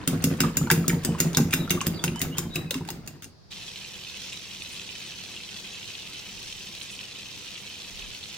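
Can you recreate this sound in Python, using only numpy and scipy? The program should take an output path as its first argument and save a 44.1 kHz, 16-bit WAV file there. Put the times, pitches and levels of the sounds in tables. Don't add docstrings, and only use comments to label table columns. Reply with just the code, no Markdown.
import sys
import numpy as np
from scipy import signal
from scipy.fft import rfft, irfft, next_fast_len
from scipy.io import wavfile
from scipy.ndimage import uniform_filter1d, map_coordinates

SR = 44100
rng = np.random.default_rng(int(sys.argv[2]) if len(sys.argv) > 2 else 0)


def log_audio(samples):
    frames = np.atleast_2d(samples).T
    limited = np.clip(frames, -1, 1)
    pcm = np.round(limited * 32767).astype(np.int16)
    wavfile.write(sys.argv[1], SR, pcm)


N = 369116

# start in seconds, clink level in dB, clack (middle pitches) in dB,
# ping of the tines in dB beside the clink, scoop level in dB, landing level of the egg in dB,
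# flight of the egg in seconds.
STROKES = [(0.0759, -13, -3.5, -32, -13, -11, 0.058), (0.2405, -11.5, -6.5, -11.5, -9.5, -15.5, 0.073),
           (0.4045, -10.5, 1, -30, -12, -13, 0.038), (0.57, -13.5, -7, 1, -17.5, -10, 0.043),
           (0.7135, -8.5, -4.5, -12, -9, -9.5, 0.064), (0.8803, -13, -10.5, -5, -13, -11.5, 0.054),
           (1.0484, -16, -7.5, -21, -17.5, -12, 0.042), (1.2023, -11, -3.5, -5, -15, -13.5, 0.052),
           (1.371, -8, -2.5, -27, -10, -7, 0.03), (1.5377, -11, -4, -11, -15.5, -14, 0.056),
           (1.706, -10.5, -0.5, -23, -13, -15.5, 0.036), (1.868, -13, -5.5, -17, -11.5, -23, .03),
           (2.0397, -11.5, -3, -19, -14, -13, .036), (2.2166, -11.5, -3.5, -12, -15.5, -16.5, .045),
           (2.383, -12, -5, -9.5, -15.5, -22, 0.05), (2.5568, -15, -14.5, -11.5, -13, -14.5, 0.027),
           (2.7083, -13, -3.5, -35, -21, -9.5, 0.047), (2.9034, -15, -6, -30, -18, -24, 0.025),
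           (3.0754, -14.5, -5, -12, -20.5, -17, 0.063), (3.223, -16, -2, -20, -23, -16.5, 0.038)]

FADE_FROM_S, FADE_TO_S, FADE_POWER = 1.53, 3.364, 0.84
FRY_START_S = 3.51


def fork():
    # pitch in Hz, level in dB, time to fall 60 dB in seconds.
    tine_modes = [(6800, -4, .05), (7000, 4.5, 0.074), (7090, -4, .045)]
    # start in seconds, length in seconds, level in dB.
    scrape_rows = [(0.219, .012, -39.5), (0.365, 0.019, -48), (1.032, .012, -40), (1.182, 0.017, -38.5),
                   (1.39, 0.043, -41), (1.523, .014, -30), (1.552, 0.039, -41), (1.861, .01, -31),
                   (2.015, 0.029, -49), (2.201, 0.015, -39), (2.368, 0.015, -36.5), (2.535, 0.041, -37),
                   (2.75, 0.044, -38), (2.873, 0.011, -36), (3.06, 0.0081, -36.5), (3.226, .016, -26.5)]
    rebound_s, rebound_loss_db = 0.0075, 12.5
    grit_db, grit_t60_s = -19, 0.21
    out = np.zeros((2, N))
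    t = np.arange(SR // 8) / SR
    lead_s = .004
    for start_s, db, clack_db, glint_db, ping_db in contacts():
        press = touch(t - lead_s) + amp(grit_db) * fade(t, grit_t60_s) * (t > lead_s)
        for k, (late, hard) in enumerate(rng.standard_normal((2, 2)), 1):
            delay_s = k * rebound_s * np.exp(0.17 * late)
            press += amp(2 * hard - rebound_loss_db * k) * touch(t - lead_s - delay_s)
        clink = bowl(grit(len(t)) * press, clack_db, glint_db)
        loudness = strength(np.hypot(*clink) / np.sqrt(2), 0.0027)
        add(out, start_s - lead_s + .0005, amp(db - 3.5) * clink / loudness)
        ping = ring(tine_modes, t, scatter_db=1.5, detune=0.0035)
        add(out, start_s, amp(db + ping_db - 7.5) * ping)
    for start_s, length_s, db in scrape_rows:
        size = int(length_s * SR)
        scrape = bowl(grit(size) * np.sqrt(np.hanning(size)), clack_db=-1, glint_db=-16)
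        add(out, start_s, amp(db - 1) * scrape / strength(scrape[0], length_s))
    return leaned(out, [(600, 0.13), (2200, -0.69), (4500, 0.1), (8000, -1.0), (13000, 1.34)])


def contacts():
    # start in seconds, clink level in dB, clack in dB,
    # ping in dB beside the clink.
    knock_rows = [(0.7019, -14, 2, -9), (1.331, -31, -1, -22), (1.3475, -32, 1, -23), (1.508, -29, -1, -18),
                  (1.8139, -19.5, 0, -25), (2.159, -30.5, -11, -7), (2.194, -26.5, -25, -6),
                  (2.7426, -15.5, 3, -23), (2.851, -29, 4, -27), (2.8882, -20, 1, -26),
                  (3.243, -12, -5.5, -23.5)]
    stroke_glint_db, knock_glint_db = -11, -17.5
    rows = [(s, db, clack_db, stroke_glint_db, ping_db) for s, db, clack_db, ping_db, *_ in STROKES]
    return rows + [(s, db, clack_db, knock_glint_db, ping_db) for s, db, clack_db, ping_db in knock_rows]


def touch(t):
    bite_s, release_s = 0.0047, 0.0083
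    return fade(np.abs(t), np.where(t < 0, bite_s, release_s))


def grit(size):
    slips = amp(3.6 * np.clip(rng.standard_normal(size), -2, 2))
    return unit(slips * (0.8 * rng.standard_normal(size) + rng.standard_normal((2, size))))


def bowl(force, clack_db, glint_db):
    # pitch in Hz, level in dB, time to fall 60 dB in seconds.
    bowl_modes = [(1576, 5, 0.016), (2250, -4, 0.0077), (2795, 9.5, 0.024), (3760, 13.5, 0.0049),
                  (4640, -18, .015), (5180, 14, 0.0096), (6270, 16.5, 0.0059), (6865, 20, 0.0049),
                  (7640, 10, 0.0058), (8100, 13.5, .007), (8700, 12, 0.0093), (9420, 8, 0.01),
                  (10610, 17, 0.0049), (11650, 7, 0.0074), (12840, 22, 0.0059), (13700, 5, 0.0053),
                  (14400, 24, 0.0056), (14800, 8, 0.0062)]
    answer = ring(bowl_modes, np.arange(SR // 30) / SR, scatter_db=2.6, detune=.004)
    sound = signal.fftconvolve(force, answer[None], axes=1)
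    return colour(sound, [(400, -46.5), (1400, clack_db + 5.5), (3200, clack_db + 4.5),
                          (5000, 0), (10000, 2.5), (13000, glint_db + 7.5)])


def egg():
    # pitch in Hz, level in dB, time to fall 60 dB in seconds.
    body_modes = [(42, -27.5, 0.27), (96.4, -17.5, 0.25), (111.6, -21, 0.32), (151.1, -9.5, 0.26),
                  (166.6, -1, 0.22), (198, -14.5, 0.23), (225.1, -6, 0.18), (259, -4, 0.12),
                  (313.3, -15.5, 0.16), (347, -9.5, .12), (412, -20, 0.17), (470, -20, 0.26)]
    out = np.zeros(N)
    t = np.arange(SR // 4) / SR
    for start_s, db, slap_db in slops():
        push = .02 * rng.standard_normal(len(t)) * fade(t, .08)
        push[0] += 1
        body = ring(body_modes, t, scatter_db=3.5, detune=0.011) * (1 - fade(t, 0.014))
        thud = signal.fftconvolve(push, body)[:len(t)]
        thud = colour(thud, [(25, -47), (42, -4), (58, -28.5), (72, -27.0), (90, 0.0), (200, -4.5),
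                             (330, slap_db + 14.5), (500, slap_db + 8.5), (850, 1.5), (2000, -12.0)])
        add(out, start_s, amp(db - 9.5) * thud / strength(thud, 0.024))
    return out


def slops():
    # start in seconds, level in dB.
    tumble_rows = [(.16, -18.5), (.272, -12), (.455, -18), (.64, -15.5), (0.801, -16), (.955, -17),
                   (1.26, -17), (1.455, -17), (1.621, -17.5), (1.769, -23), (1.943, -21.5), (2.12, -14.5),
                   (2.3, -16.5), (2.455, -15.5), (2.646, -15), (2.808, -11.5), (2.975, -17), (3.16, -23)]
    scoop_slap_db, land_slap_db, tumble_slap_db = -14, -14, -18.5
    rows = [(s, db, tumble_slap_db) for s, db in tumble_rows]
    for start_s, *_, scoop_db, land_db, flight_s in STROKES:
        rows.append((start_s + 0.002, scoop_db, scoop_slap_db))
        rows.append((start_s + flight_s, land_db, land_slap_db))
    return rows


def squelches(count=4):
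    # start in seconds, level in dB, starting pitch in Hz.
    pocket_rows = [(0.136, -34, 1060), (0.436, -17.5, 1260), (.447, -20, 1200), (0.613, -30, 1230),
                   (0.672, -24.5, 960), (0.673, -28, 1420), (0.7017, -9, 1615), (.704, -20, 965),
                   (.709, -15, 2000), (.842, -29, 1260), (0.896, -16, 2240), (.902, -16.5, 1890),
                   (1.095, -37, 930), (1.149, -27.5, 1000), (1.343, -28, 930), (1.348, -11.5, 3680),
                   (1.384, -21.5, 790), (1.531, -10, 2400), (1.677, -26.5, 1390), (1.696, -18, 4150),
                   (1.774, -25, 1150), (1.807, -16, 2920), (1.814, -18, 1045), (1.99, -39, 960),
                   (2.04, -22, 920), (2.079, -12.5, 2720), (2.159, -26, 950), (2.205, -24, 1970),
                   (2.386, -24, 1070), (2.46, -33.5, 850), (2.559, -10, 2610), (2.566, -27, 1500),
                   (2.709, -3, 3760), (2.71, -20, 510), (2.749, -25, 1070), (2.81, -26.5, 950),
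                   (2.887, -19, 820), (2.888, -10.5, 4050)]
    out = np.zeros(N)
    t = np.arange(SR // 20) / SR
    for start_s, db, hz in pocket_rows:
        burst = np.pad(rng.standard_normal(len(t)) * fade(t, 0.0074), (64, 0))
        snap = filtered(burst, lambda f: 1 / (1 + (1.6 * np.log((f + 1) / hz)) ** 2))
        add(out, start_s - 64 / SR, amp(db - 14.5) * snap / strength(snap, 0.0024))
        for k in range(count):
            pitch = hz * np.exp(0.12 * np.sqrt(k) * rng.standard_normal())
            rising_tone = np.sin(2 * np.pi * pitch * (t + 3 * t ** 2))
            bubble = rising_tone * fade(t, 28 / pitch) * (1 - fade(t, 0.0031))
            add(out, start_s + 0.004 * k * rng.uniform(0.6, 1.4), amp(db - 6 * k) * bubble)
    return out


def squeaks():
    # start in seconds, length in seconds, start pitch in Hz, end pitch in Hz, level in dB,
    # time for the ring to fall 60 dB in seconds.
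    squeak_rows = [(1.05, 0.035, 3020, 3000, -55.5, 0.34), (1.584, 0.056, 4000, 3740, -52, .05),
                   (1.923, 0.059, 4770, 4660, -55, 0.24), (1.96, 0.038, 4380, 3420, -53, 0.033),
                   (1.99, .035, 3400, 3560, -54, .05), (2.137, 0.045, 2900, 3020, -51.5, 0.22),
                   (2.31, 0.033, 2850, 2930, -51, .05), (2.335, 0.023, 3010, 3140, -49.5, 0.37),
                   (2.493, .016, 4200, 3950, -60, .03), (2.507, .045, 3750, 3895, -44.5, 0.44),
                   (2.65, 0.057, 2620, 2500, -56.5, .05)]
    out = np.zeros(N)
    waver = 1 + .015 * wobble(700)
    grip = amp(3.6 * wobble(160))
    t = np.arange(SR // 3) / SR
    for start_s, length_s, from_hz, to_hz, db, t60 in squeak_rows:
        first = int(start_s * SR)
        here = slice(first, first + len(t))
        glide = np.minimum(t / length_s, 1)
        pitch = (from_hz + (to_hz - from_hz) * glide) * waver[here]
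        envelope = np.sqrt(np.minimum(2 * glide, 1)) * fade(np.maximum(t - length_s, 0), t60)
        tone = np.sin(2 * np.pi * np.cumsum(pitch) / SR)
        add(out, start_s, amp(db + 11) * grip[here] * envelope * tone)
    return out


def stirring():
    # pitch in Hz, level in dB.
    wet_colour = [(300, 15.5), (600, -8.5), (1300, -7), (2800, -4), (6000, -4), (16000, -38.5)]
    stir_db, swell_db, peak_s = -40, 2, 0.043
    starts = [stroke[0] for stroke in STROKES]
    turns = np.interp(np.arange(N) / SR - peak_s, starts, np.arange(len(STROKES)), left=.5)
    level_db = stir_db + swell_db * np.cos(2 * np.pi * turns)
    blips = bubbles(rate=260, low_hz=598, high_hz=4770, cycles=21, size_db=2.0)
    blips = unit(colour(blips, wet_colour))
    swish = unit(colour(rng.standard_normal(N), [(300, 12.5), (900, -4.0), (1500, -4), (4000, -14.0),
                                                 (9000, -18), (15000, -32)]))
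    return amp(level_db + 1.97 * wobble(29.84)) * (blips + amp(1.0) * swish)


def frying():
    # pitch in Hz, level in dB.
    oil_colour = [(290, -54), (500, -31), (553, -19), (988, -25), (1620, -14.5), (2230, -10), (2570, -3),
                  (2850, -13), (3110, -2.5), (4210, -3), (5020, -9.5), (5550, -6.5), (6900, -14.5),
                  (15100, -27.5), (16000, -45)]
    spray_colour = [(3000, -25), (6000, 4), (8500, 1), (10500, -11.5), (12000, -24), (15500, -17)]
    sizzle_db = -43.5 + 0.39 * wobble(0.76)
    steam_db = -56
    clumps = amp(2.0 * wobble(100) + .8 * wobble(18))
    boil = bubbles(rate=600, low_hz=2520, high_hz=4420, cycles=29, size_db=7.5)
    boil = amp(sizzle_db - 7.0) * clumps * boil
    lower = bubbles(rate=90, low_hz=2580, high_hz=2710, cycles=33, size_db=2.5)
    upper = bubbles(rate=70, low_hz=2980, high_hz=3050, cycles=65, size_db=3.5)
    boil = boil + amp(sizzle_db - 10.5) * lower + amp(sizzle_db - 10.0) * upper
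    crackle = unit(colour(clumps * pops(rate=1300, spread_db=4.5, width=0.33), oil_colour))
    crackle = amp(sizzle_db - 2.5) * crackle
    fizz = amp(sizzle_db - 7.5 + 0.8 * wobble(25)) * unit(colour(hiss(width=0.31), oil_colour))
    beads = bubbles(rate=500, low_hz=4720, high_hz=6880, cycles=15.6, size_db=5.5)
    beads = amp(sizzle_db - 8.5) * beads
    ticks = colour(pops(rate=260, spread_db=0, width=0.85),
                   [(2000, -24.0), (6000, -16.0), (12300, 3.5), (15000, 0.5)])
    ticks = amp(-61.0) * unit(ticks)
    steam = unit(colour(pops(rate=1400, spread_db=5.0, width=0.93), spray_colour))
    spray = jets() + amp(steam_db) * steam
    pan = boil + crackle + fizz + beads + ticks + spray + spits()
    pan = kitchen(pan * (np.arange(N) / SR > FADE_TO_S),
                  wet_db=-7.0, t60=0.25, near_db=-5.0, near_t60=0.015, lag_us=33.0, count=40)
    return leaned(pan, [(1000, -0.34), (2800, -1.25), (5000, -0.11), (9000, 0.57)])


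def spits():
    # start in seconds, level in dB.
    large_rows = [(3.7583, -26.5), (3.848, -28), (4.047, -29), (4.329, -25.5), (4.620, -24),
                  (4.7955, -24.5), (4.89, -26), (5.3664, -28.5), (5.829, -26.5), (5.9518, -23),
                  (6.525, -25), (6.813, -24), (6.9907, -25), (7.561, -27.5), (8.022, -26), (8.1487, -27),
                  (8.238, -26.5)]
    out = np.zeros(N)
    t = np.arange(SR // 40) / SR
    for start_s, db in [*large_rows, *small_spits()]:
        spit = np.pad(rng.standard_normal(len(t)) * fade(t, 0.0071), (32, 0))
        spit = colour(spit, [(1500, -44), (2500, 7.0), (4300, 2.0), (5500, -42), (15000, -41.0)])
        add(out, start_s, amp(db + 0.5) * spit / np.abs(spit).max())
    return out


def small_spits(count=130):
    frying_s = N / SR - FRY_START_S
    return [(FRY_START_S + when * frying_s, -34 + 6 * (size - .5)) for when, size in rng.random((count, 2))]


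def jets():
    # start in seconds, length in seconds, level in dB, pitch in Hz.
    jet_rows = [(4.143, 0.29, -47, 5540), (4.32, .025, -46.5, 7800), (4.618, 0.027, -47, 8850),
                (4.706, 0.063, -49, 9000), (4.768, .1, -54, 7200), (6.18, 0.62, -49.5, 5550),
                (6.41, .18, -55, 8000), (6.801, 0.054, -49.5, 8500), (6.894, 0.073, -49, 8550)]
    out = np.zeros((2, N))
    for start_s, length_s, db, hz in jet_rows:
        size = int(length_s * SR)
        bursts = (rng.random(size) < 900 / SR) * rng.uniform(.3, 1, size)
        bursts = bursts * (1 + 1.1 * rng.standard_normal((2, size)))
        fizz = filtered(bursts, lambda f: 1 / (1 + (6 * np.log((f + 1) / hz)) ** 2))
        add(out, start_s, amp(db) * unit(fizz) * np.sqrt(np.hanning(size)))
    return out


def stove():
    # pitch in Hz, level in dB.
    simmer_colour = [(15, -30), (25, -7.5), (155, -3), (195, 2.5), (253, -8), (412, -6), (441, -13.5),
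                     (482, -5.5), (583, -17.5), (983, -13.5), (1600, -25), (2080, -11.5), (3520, -120)]
    # start in seconds, length in seconds, level in dB.
    swell_rows = [(6.25, 0.46, -54), (7.88, 0.29, -44)]
    deep = colour(hiss(width=0.71), [(15, -9), (35, 5), (60, -6), (110, -35), (400, -68.5)])
    rumble = (amp(-66) + swells(swell_rows)) * unit(deep)
    flutter = amp(wobble(12))
    simmer = filtered(hiss(width=0.16), lambda hz: amp(along(simmer_colour, hz)) * hz / np.hypot(hz, 55))
    return rumble + amp(-53.0) * flutter * unit(simmer)


def swells(rows):
    out = np.zeros(N)
    for start_s, length_s, db in rows:
        add(out, start_s, amp(db) * np.sqrt(np.hanning(int(length_s * SR))))
    return out


def room_tone():
    # pitch in Hz, level in dB.
    quiet_colour = [(20, 2), (42, -8), (90, 5.5), (250, -7.5), (700, -13.5), (3000, -27.5), (4800, -15),
                    (8000, -37), (16000, -46)]
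    return amp(-53.0) * unit(colour(hiss(width=1.0), quiet_colour))


def kitchen(x, wet_db, t60, near_db, near_t60, lag_us, count):
    x = np.broadcast_to(x, (2, N))
    hop = SR // count
    t = np.arange(int(.7 * t60 * SR)) / SR
    tail = fade(t, t60) * (t > .001)
    tail = amp(wet_db) * tail / np.linalg.norm(tail)
    near = fade(t, near_t60) * (t > .001)
    near = amp(near_db) * near / np.linalg.norm(near)
    window = np.sin(np.linspace(0, np.pi, 2 * hop))
    padded = np.pad(x, ((0, 0), (hop, 2 * hop)))
    walls = np.zeros((2, N + hop))
    for start in range(0, N + hop, hop):
        part = padded[:, start:start + 2 * hop] * window
        if np.abs(part).max() > 1e-4:
            noise = rng.standard_normal((2, len(t)))
            dull = (.7 * noise + .3 * np.roll(noise, 1, axis=1))[:, ::-1]
            add(walls, start / SR, signal.fftconvolve(part, near * noise + tail * dull, axes=1))
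    mid = walls[0, hop:]
    side = signal.lfilter(*signal.butter(1, 900, "high", fs=SR), walls[1, hop:])
    taps = np.arange(-8, 9)
    direct = []
    for ear, lead in zip(x, (1, -1)):
        shift = np.sinc(taps + lead * lag_us / 10 ** 6 * SR / 2) * np.hanning(len(taps))
        direct.append(np.convolve(ear, shift, "same"))
    return np.array(direct) + np.array([mid + side, mid - side]) / np.sqrt(2)


def bubbles(rate, low_hz, high_hz, cycles, size_db):
    count = int(rate * N / SR)
    pitch, when, place, size = rng.random((count, 4)).T[:, :, None]
    hz = low_hz * (high_hz / low_hz) ** pitch
    t = np.arange(int(.7 * cycles / low_hz * SR)) / SR
    loudness = amp(-size_db * np.log(0.086 + size))
    grains = loudness * np.sin(2 * np.pi * hz * t) * fade(t, cycles / hz)
    index = ((when * N).astype(int) + np.arange(len(t))).ravel()
    ears = []
    for side in (1, -1):
        placed = grains * (1 + side * 2.35 * (place - .5))
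        ears.append(np.bincount(index, placed.ravel(), N)[:N])
    return unit(np.array(ears))


def pops(rate, spread_db, width):
    size = (rng.random(N) < rate / SR) * amp(spread_db * np.clip(rng.standard_normal(N), -2, 2))
    sign = np.sign(rng.standard_normal(N))
    return unit(size * sign * (1 + width * np.outer([1, -1], rng.standard_normal(N))))


def hiss(width):
    mid, side = rng.standard_normal((2, N))
    return unit(np.array([mid + width * side, mid - width * side]))


def ring(modes, t, scatter_db, detune):
    hz, db, t60 = np.transpose(modes)[:, :, None]
    size, shift = rng.standard_normal((2, *db.shape))
    tones = np.sin(2 * np.pi * hz * (1 + detune * shift) * t)
    return np.sum(amp(db + scatter_db * size) * tones * fade(t, t60), 0)


def wobble(rate):
    knots = rng.standard_normal(int(N * rate / SR) + 4)
    steps = np.arange(0, len(knots) - 1, 1 / 8)
    return np.interp(np.arange(N) * rate / SR, steps, map_coordinates(knots, [steps]))


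def fade(t, t60):
    return np.exp(-np.log(1000) * t / t60)


def filtered(x, response):
    n = x.shape[-1]
    m = next_fast_len(n + SR // 10)
    return irfft(rfft(x, m) * response(np.fft.rfftfreq(m, 1 / SR)), m)[..., :n]


def colour(x, points):
    return filtered(x, lambda hz: amp(along(points, hz)))


def leaned(x, lean):
    return np.array([colour(x[0], lean), filtered(x[1], lambda hz: amp(-along(lean, hz)))])


def along(points, hz):
    f, v = np.transpose(points)
    return np.interp(np.log(hz + 1), np.log(f + 1), v)


def add(track, start_s, sound):
    start = max(0, round(start_s * SR))
    part = track[..., start:start + sound.shape[-1]]
    part += sound[..., :part.shape[-1]]


def strength(x, span_s):
    return np.sqrt(uniform_filter1d(x ** 2, max(2, int(span_s * SR))).max() + 1e-20)


def unit(x):
    return x / np.sqrt(np.mean(x ** 2) + 1e-20)


def amp(db):
    return 10 ** (np.asarray(db) / 20)


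def scene():
    t = np.arange(N) / SR
    fade_out = np.clip((FADE_TO_S - t) / (FADE_TO_S - FADE_FROM_S), 0, 1) ** FADE_POWER
    heat_on = np.clip((t - FRY_START_S) / 0.016 + .5, 0, 1)
    clinks = kitchen(fork(), wet_db=-8.5, t60=.36, near_db=-8, near_t60=.06, lag_us=44, count=8)
    liquid = (squelches() + squeaks() + stirring()) * (t < FADE_TO_S)
    liquid = kitchen(liquid, wet_db=-6, t60=0.33, near_db=-6, near_t60=0.018, lag_us=45, count=12)
    thuds = kitchen(egg(), wet_db=-12, t60=.3, near_db=-15, near_t60=.03, lag_us=10, count=4)
    beating = fade_out * (clinks + liquid + thuds)
    return beating + heat_on * (frying() + stove()) + room_tone()


def record(dry):
    low_cut_hz, top_hz = 23, 15850
    return filtered(dry, lambda hz: hz ** 2 / (hz ** 2 + low_cut_hz ** 2) * (hz < top_hz))


dry = scene()
out = record(dry)
log_audio(out)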